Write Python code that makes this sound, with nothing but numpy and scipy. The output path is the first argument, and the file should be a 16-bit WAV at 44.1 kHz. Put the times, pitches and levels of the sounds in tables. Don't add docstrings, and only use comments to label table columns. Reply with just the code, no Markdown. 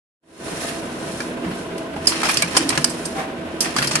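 import sys
import numpy as np
from scipy import signal
from scipy.fft import rfft, irfft
from scipy.io import wavfile

SR = 44100
rng = np.random.default_rng(int(sys.argv[2]) if len(sys.argv) > 2 else 0)


def wav_out(sig):
    wavfile.write(sys.argv[1], SR, np.round(np.clip(np.atleast_2d(sig).T, -1, 1) * 32767).astype(np.int16))


N = 176400
TIME_S = np.arange(N) / SR

# frequency in Hz, spectral density in dB.
RUMBLE_SPECTRUM = [(20, -27), (42, -19), (80, -10), (110, -15), (160, -2.5), (205, -5), (300, -2),
                   (380, -3.5), (500, -6.5), (680, -9), (860, -15), (1015, -8), (1130, -16), (1350, -16),
                   (1540, -11.5), (1700, -18), (2000, -19), (2900, -20), (3700, -26), (6000, -36.5),
                   (9000, -38), (12500, -40.5)]
# frequency in Hz, level in dB.
HUM_LINES = [(84, -58), (243.5, -42.5), (326, -41.5), (416, -51), (490, -53), (652, -44.5), (673, -47),
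             (717, -61)]
# frequency in Hz, width in Hz, relative level in dB.
CLUNK_MODES = [(467, 170, -6), (778, 40, -5), (1110, 100, -6), (1670, 680, -4), (2400, 210, -14)]
# time in seconds, level in dB.
SLIDE_ENVELOPE = [(.2, -40.5), (.45, -36.5), (.56, -36), (.65, -29.5), (.74, -35.5), (.88, -43),
                  (1.0, -39.5), (1.2, -35.5), (1.36, -49.5), (1.46, -49), (1.58, -40), (1.73, -52.5),
                  (1.8, -44.5), (1.89, -55), (2.03, -44.5), (2.85, -39.5), (2.98, -37), (3.2, -41.5),
                  (3.29, -57)]
SCRAPE_ENVELOPE = [(.5, -68), (.6, -42), (.7, -36), (.76, -52), (.85, -80)]
# frequency in Hz, spectral density in dB.
SLIDE_SPECTRUM = [(200, 0), (700, 1.5), (1500, 4), (3000, -0.5), (5000, 1), (7000, -2), (9500, 1.5),
                  (13000, -12.5)]
SCRAPE_SPECTRUM = [(500, -12), (1700, 2), (2900, -2), (3800, -22), (10000, -17)]
RATTLE_SPECTRUM = [(100, -24), (500, -7), (950, -1), (2300, -1), (3100, -1.5), (3700, -8), (4800, -3.5),
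                   (7000, -10.5), (9500, -8), (13000, -24)]
# time in seconds, level in dB.
RATTLE_ENVELOPE = [(2.0, -55), (2.06, -30), (2.13, -30), (2.21, -28), (2.27, -25.5), (2.4, -28.5),
                   (2.48, -32), (2.53, -31.5), (2.61, -24.5), (2.68, -34.5), (2.74, -30), (2.82, -33.5),
                   (2.95, -45), (3.1, -67), (3.59, -48), (3.63, -29), (3.73, -36.5), (3.85, -33.5),
                   (3.93, -30), (4.0, -36)]
# start in seconds, level in dB, pitch in Hz, decay in seconds.
THUMPS = [(1.443, -16, 314, .013), (1.460, -20, 174.5, 0.033), (1.51, -20.5, 200, 0.016),
          (1.976, -34.5, 84.7, 0.073), (2.36, -28.5, 128, 0.042), (2.432, -26.5, 170, 0.036),
          (2.55, -19.5, 283, 0.032), (2.574, -20, 325, 0.016), (2.598, -19, 304, .026),
          (2.638, -22.5, 274.2, 0.072), (2.708, -31.5, 111.7, 0.054), (2.78, -15.5, 150.3, 0.017),
          (3.78, -26.5, 140, 0.052), (3.851, -32, 138.5, .066), (3.934, -26, 157.4, 0.059)]
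# frequency in Hz, spectral density in dB.
STEEL_SPECTRUM = [(300, -28), (1500, -28), (3000, -3), (3600, -9.5), (4400, -1), (5050, 2.5), (5450, 1.5),
                  (5900, 0), (6400, -2.5), (7000, -4), (7600, -1.5), (8700, -3), (10000, -6.5), (11300, -8),
                  (13000, -21)]
FRAME_SPECTRUM = [(80, -19), (400, -10), (750, -5), (1050, -2.5), (1350, -3), (1700, -2.5), (2000, -3.5),
                  (2400, -4.5), (3000, -7), (3700, -11.5), (4600, -11.5), (6500, -32), (12000, -25)]
# frequency in Hz, relative level in dB, T60 in seconds.
STEEL_MODES = [(4550, -10, .023), (5060, 12, 0.033), (6100, -4, 0.048), (6200, -17, .09),
               (7080, -16, 0.078), (8900, -16, 0.074), (8970, -10.5, 0.14)]
FRAME_MODES = [(1042, 0.5, 0.12), (1220, -5.5, 0.06), (1360, 0, 0.043), (1435, 6, .09), (1640, 0, 0.067),
               (1720, 6.5, .058), (2325, 6, 0.08)]
# start in seconds, steel snap in dB, frame knock in dB, contact decay
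# in seconds, after-ring in dB, treble tilt in dB per octave, struck part's pitch in Hz, its level in dB.
BLOWS = [(.482, -40, -24.5, 0.0028, -30, -8, 1100, -38), (0.686, -41, -24, .003, -8, 5, 2650, -31),
         (0.711, -40, -27, 0.0044, -21, -1, 1860, -29), (1.204, -20, -17, 0.0013, -16, -3, 1630, -23),
         (1.446, -44.5, -27, 0.0023, -6, -2, 775, -24), (1.51, -48, -30, 0.002, -2, 1, 590, -28),
         (1.78, -30, -32, 0.0036, -17, 5, 9750, -40), (1.964, -37, -31, 0.0018, -14, 3, 850, -18),
         (2.071, -4, -25, 0.0015, -9.5, 4, 4980, -4.5), (2.1195, -32, -15.5, 0.0034, -8, 1, 1100, -26),
         (2.2314, -20.5, -13, 0.0042, -6.5, 0, 1330, -11), (2.254, -18, -16, .0033, -8, -3.5, 950, -27),
         (2.287, -21, -18.5, 0.011, -12, 3, 1080, -21), (2.2933, -24, -13.5, 0.0074, -18, 1, 2450, -16),
         (2.311, -19.5, -19, 0.0077, -17, 9, 1390, -34), (2.341, -15, -37, .0034, -23, 5, 6170, -18),
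         (2.371, -4.5, -23, .0018, -16.5, -5.5, 5320, -12.5),
         (2.4217, -7.5, -7, 0.003, -38, 4, 8600, -11.5), (2.430, -36, -18, 0.0043, -14, 3, 2320, -13.5),
         (2.549, -26.5, -21.5, 0.015, -11, -8, 1010, -30), (2.567, -5.5, -12, 0.0069, -22, -2, 5540, -10),
         (2.575, -13, -24, .002, -12, 2, 9100, -10), (2.691, -5, -23, 0.0021, -27, 0, 8340, -14.5),
         (2.702, -17, -15.5, 0.0046, -14, -1.5, 4050, -20), (2.724, -40, -15.5, 0.0023, -9.5, -1, 940, -33),
         (2.752, -28.5, -22, .005, -7, -2, 8300, -25), (2.7754, -11.5, -8.5, 0.0036, -22, -3, 2910, -19),
         (2.8431, -2.5, -12, 0.0027, -26, 1.5, 4900, -11), (2.896, -27.5, -42, 0.015, -20, 7, 8300, -28),
         (3.054, -22, -48, 0.0069, -12, 6, 8500, -18.5), (3.606, -3, -21, 0.001, -13, 5.5, 5000, -9),
         (3.626, -27, -31, .002, -18, 7, 1150, -24), (3.655, -27, -17.5, 0.0055, -7.5, -3, 1920, -31),
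         (3.764, -13.5, -13, 0.0025, -9.5, -1, 1170, -10.5),
         (3.784, -11.5, -16, 0.0021, -15, -1, 4700, -18), (3.7868, -28, -9.5, .0021, -14, 2, 1610, -12),
         (3.819, -36, -18, .004, -10, 6, 1350, -20), (3.825, -17, -14.5, 0.0031, -10, 2.5, 4380, -16),
         (3.844, -20.5, -24, 0.0046, -18, 6, 3100, -21), (3.8722, -14, -42, .003, -13, 4, 4400, -18.5),
         (3.881, -24, -33, .002, -20, -2, 4830, -20), (3.911, -17, -22, 0.0047, -6, -5, 613, -23),
         (3.954, -8, -11.5, 0.0047, -21, .5, 2430, -12.5), (3.963, -32, -18, 0.0038, -8, 1, 1750, -20)]
# frequency in Hz, T60 in seconds.
ROOM_T60 = [(100, 0.54), (1000, 0.19), (4000, 0.44), (12000, 0.14)]
# frequency in Hz, correlation from 0 to 1.
MIC_CORRELATION = [(30, 1), (180, 0.98), (350, 0.92), (700, 0.54), (1400, 0.059), (3000, 0.02),
                   (12000, 0.019)]
# frequency in Hz, left minus right in dB.
MIC_BALANCE = [(60, 1), (350, -2), (700, -.5), (1400, 0.5), (3000, -1.5), (5500, 1.5), (7500, -2.5),
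               (9000, -6), (12000, -10)]
# time in seconds, gain in dB.
FADE_IN = [(.2, -77), (.235, -32.5), (.3, -19.5), (.395, -10), (.41, -5.5), (.48, 1)]

ATTACK_S, BAND_LIMIT_HZ = 0.0014, 12200


def amp(db):
    return 10 ** (np.asarray(db) / 20)


def unit_rms(x):
    return x / np.sqrt(np.mean(x ** 2) + 1e-20)


def lookup(table, hz):
    table_hz, value = np.transpose(table)
    return np.interp(np.log(hz + 1), np.log(table_hz + 1), value)


def envelope(table):
    return amp(np.interp(TIME_S, *np.transpose(table)))


def add(mix, start_s, sound):
    span = mix[:, round(start_s * SR):][:, :sound.shape[-1]]
    span += sound[..., :span.shape[1]]


def wander(rate_hz):
    t = np.linspace(0, N / SR, 1024)
    rolloff = 1 + (np.fft.rfftfreq(len(t), t[1]) / rate_hz) ** 4
    slow = irfft(rfft(rng.standard_normal(len(t))) / rolloff)
    return np.interp(TIME_S, t, unit_rms(slow))


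def colour(x, spectrum, tilt_db_per_oct=0, size=2048):
    hz = abs(np.fft.fftfreq(size, 1 / SR))
    gain = amp(lookup(spectrum, hz) + tilt_db_per_oct * np.log2(1 + hz / 1000))
    gain /= 1 + (hz / BAND_LIMIT_HZ) ** 20
    log_response = np.conj(signal.hilbert(np.log(gain + 1e-5)))
    taps = np.fft.ifft(np.exp(log_response)).real
    return signal.fftconvolve(x, taps[None] / np.linalg.norm(taps), axes=1)[:, :x.shape[1]]


def diffuse(pair):
    a, b = rfft(pair)
    same = lookup(MIC_CORRELATION, np.fft.rfftfreq(pair.shape[1], 1 / SR))
    return irfft(np.array([a, same * a + np.sqrt(1 - same ** 2) * b]), pair.shape[1])


def noise(size):
    return diffuse(rng.standard_normal((2, size)))


def resonance(hz, width_hz, size):
    radius = np.exp(-np.pi * width_hz / SR)
    poles = [1, -2 * radius * np.cos(2 * np.pi * hz / SR), radius ** 2]
    return unit_rms(diffuse(signal.lfilter([1, 0, -1], poles, rng.standard_normal((2, size)))))


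def grains(per_s, spread_db):
    sizes = amp(spread_db * np.minimum(rng.exponential(1, (2, N)), 4))
    signs = rng.choice([-1., 1.], (2, N))
    hits = rng.random((2, N)) < per_s / SR
    return unit_rms(diffuse(sizes * signs * hits))


def room(x, build_s=0.01):
    hz, t, bands = signal.stft(noise(SR // 2), SR, nperseg=256)
    shape = np.minimum(t / build_s, 1) * amp(-60 * t / lookup(ROOM_T60, hz)[:, None])
    tail = signal.istft(bands * shape, SR, nperseg=256)[1]
    return signal.fftconvolve(x, tail / np.linalg.norm(tail[0]), axes=1)[:, :N]


def reflections(x, paths=7, span_s=0.004, level_db=-2.5):
    taps = np.zeros((2, SR // 20))
    for side in taps:
        delays = 20 + (rng.random(paths) * span_s * SR).astype(int)
        side[delays] = amp(level_db) * rng.choice([-1., 1.], paths) / np.sqrt(paths)
        side[0] = 1
    return signal.oaconvolve(x, taps / np.linalg.norm(taps[0]), axes=1)[:, :x.shape[1]]


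def drive(rumble_db=-31.5, flutter_db=1.23, drift_rad=0.94, drift_hz=4.66, waver_db=3.5):
    rumble = colour(noise(N), RUMBLE_SPECTRUM, size=8192)
    rumble *= amp(rumble_db + flutter_db * wander(rate_hz=48.6))
    hum = 0
    for hz, db in HUM_LINES:
        mic_rad = np.arccos(lookup(MIC_CORRELATION, hz)) * np.array([[0], [1]])
        phase = 2 * np.pi * hz * TIME_S + drift_rad * wander(drift_hz)
        hum += np.sqrt(2) * amp(db + waver_db * wander(drift_hz)) * np.sin(phase + mic_rad)
    return rumble + hum


def distant_clunk(start_s=3.153, rise_s=0.043, scrape_s=0.053, ring_s=0.051, ring_hz=778, level_db=-26):
    t = np.maximum(TIME_S - start_s, 0)
    past_peak_s = np.maximum(t - rise_s, 0)
    scrape = sum(amp(db) * resonance(hz, width_hz, N) for hz, width_hz, db in CLUNK_MODES)
    scrape *= np.exp(-past_peak_s / scrape_s)
    ring = amp(1) * np.sin(2 * np.pi * ring_hz * t) * np.exp(-past_peak_s / ring_s)
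    return amp(level_db) * np.minimum(t / rise_s, 1) * (scrape + ring)


def paper(catch_db=1):
    catching = amp(catch_db * wander(rate_hz=33.7))
    rub = colour(grains(per_s=4000, spread_db=-2), SLIDE_SPECTRUM)
    scrape = colour(grains(per_s=180, spread_db=3), SCRAPE_SPECTRUM)
    return envelope(SLIDE_ENVELOPE) * catching * rub + envelope(SCRAPE_ENVELOPE) * scrape


def linkage(judder_db=2):
    judder = amp(judder_db * wander(rate_hz=89))
    rattle = colour(grains(per_s=600, spread_db=-0.5), RATTLE_SPECTRUM)
    return envelope(RATTLE_ENVELOPE) * judder * rattle


def thumps(rise_s=0.0063, puff_db=-6):
    out, t = np.zeros((2, N)), np.arange(SR // 3) / SR
    for start_s, db, hz, decay_s in THUMPS:
        boom = np.sin(2 * np.pi * hz * t) + amp(puff_db) * resonance(hz, hz / 2, len(t))
        add(out, start_s, amp(db) * (1 - np.exp(-t / rise_s)) * np.exp(-t / decay_s) * boom)
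    return out


def modes(table, t):
    return np.array([amp(db - 60 * t / t60_s) * np.sin(2 * np.pi * hz * t) for hz, db, t60_s in table])


def chatter(t, decay_s, ring_db, ring_s, direct_share=0.29, left_lead_s=0.00011):
    direct = rng.choice([-1., 1.], len(t))
    direct = np.array([direct, np.roll(direct, round(left_lead_s * SR))])
    contact = np.sqrt(direct_share) * direct + np.sqrt(1 - direct_share) * noise(len(t))
    strike = amp(8.5) * np.exp(-t / 0.00053)
    ring = noise(len(t)) * amp(ring_db) * np.exp(-t / ring_s)
    return (1 - np.exp(-t / ATTACK_S)) * (contact * (np.exp(-t / decay_s) + strike) + ring)


def struck_part(t, hz, contact_s, ring_s=0.0045, count=4, spread=0.0325, scatter_rad=0.79):
    offsets = np.linspace(-1, 1, count)[:, None] + rng.uniform(-0.9, 1, (count, 1)) / 2
    modes_hz = hz * (1 + spread * offsets)
    mic_rad = scatter_rad * rng.standard_normal((2, count, 1))
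    cluster = np.sin(2 * np.pi * modes_hz * t + mic_rad).sum(1)
    fade = (1 - np.exp(-t / ATTACK_S)) * np.exp(-t / np.hypot(ring_s, contact_s))
    return fade * cluster * np.linalg.norm(fade) / np.linalg.norm(fade * cluster)


def blows():
    out, t = np.zeros((2, N)), np.arange(6144) / SR
    steel_tones = amp(-8) * modes(STEEL_MODES, t)
    frame_tones = amp(-21) * modes(FRAME_MODES, t)
    for start_s, steel_db, frame_db, decay_s, ring_db, tilt_db_per_oct, part_hz, part_db in BLOWS:
        steel = colour(chatter(t, decay_s, ring_db, ring_s=0.023), STEEL_SPECTRUM, tilt_db_per_oct)
        steel += amp(ring_db) * rng.standard_normal((2, len(steel_tones))) @ steel_tones
        frame = colour(chatter(t, decay_s, ring_db, ring_s=0.028), FRAME_SPECTRUM, tilt_db_per_oct)
        frame += rng.standard_normal((2, len(frame_tones))) @ frame_tones
        impact = reflections(amp(steel_db) * steel + amp(frame_db) * frame)
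        add(out, start_s, impact + amp(part_db) * struck_part(t, part_hz, decay_s))
    return out


def scene():
    stitcher = blows() + reflections(linkage() + paper()) + thumps()
    return stitcher + amp(-17.5) * room(stitcher) + drive() + distant_clunk()


def record(dry):
    lean_db = lookup(MIC_BALANCE, np.fft.rfftfreq(N, 1 / SR)) / 2
    mics = irfft(rfft(dry) * amp([lean_db, -lean_db]), N)
    faded = mics * envelope(FADE_IN) * (TIME_S > FADE_IN[0][0])
    clipped = np.clip(faded, -0.88, 0.88)
    lowpass = signal.firwin(161, BAND_LIMIT_HZ, window=("kaiser", 8), fs=SR)
    return signal.oaconvolve(clipped, lowpass[None], "same")


dry = scene()
out = record(dry)
wav_out(out)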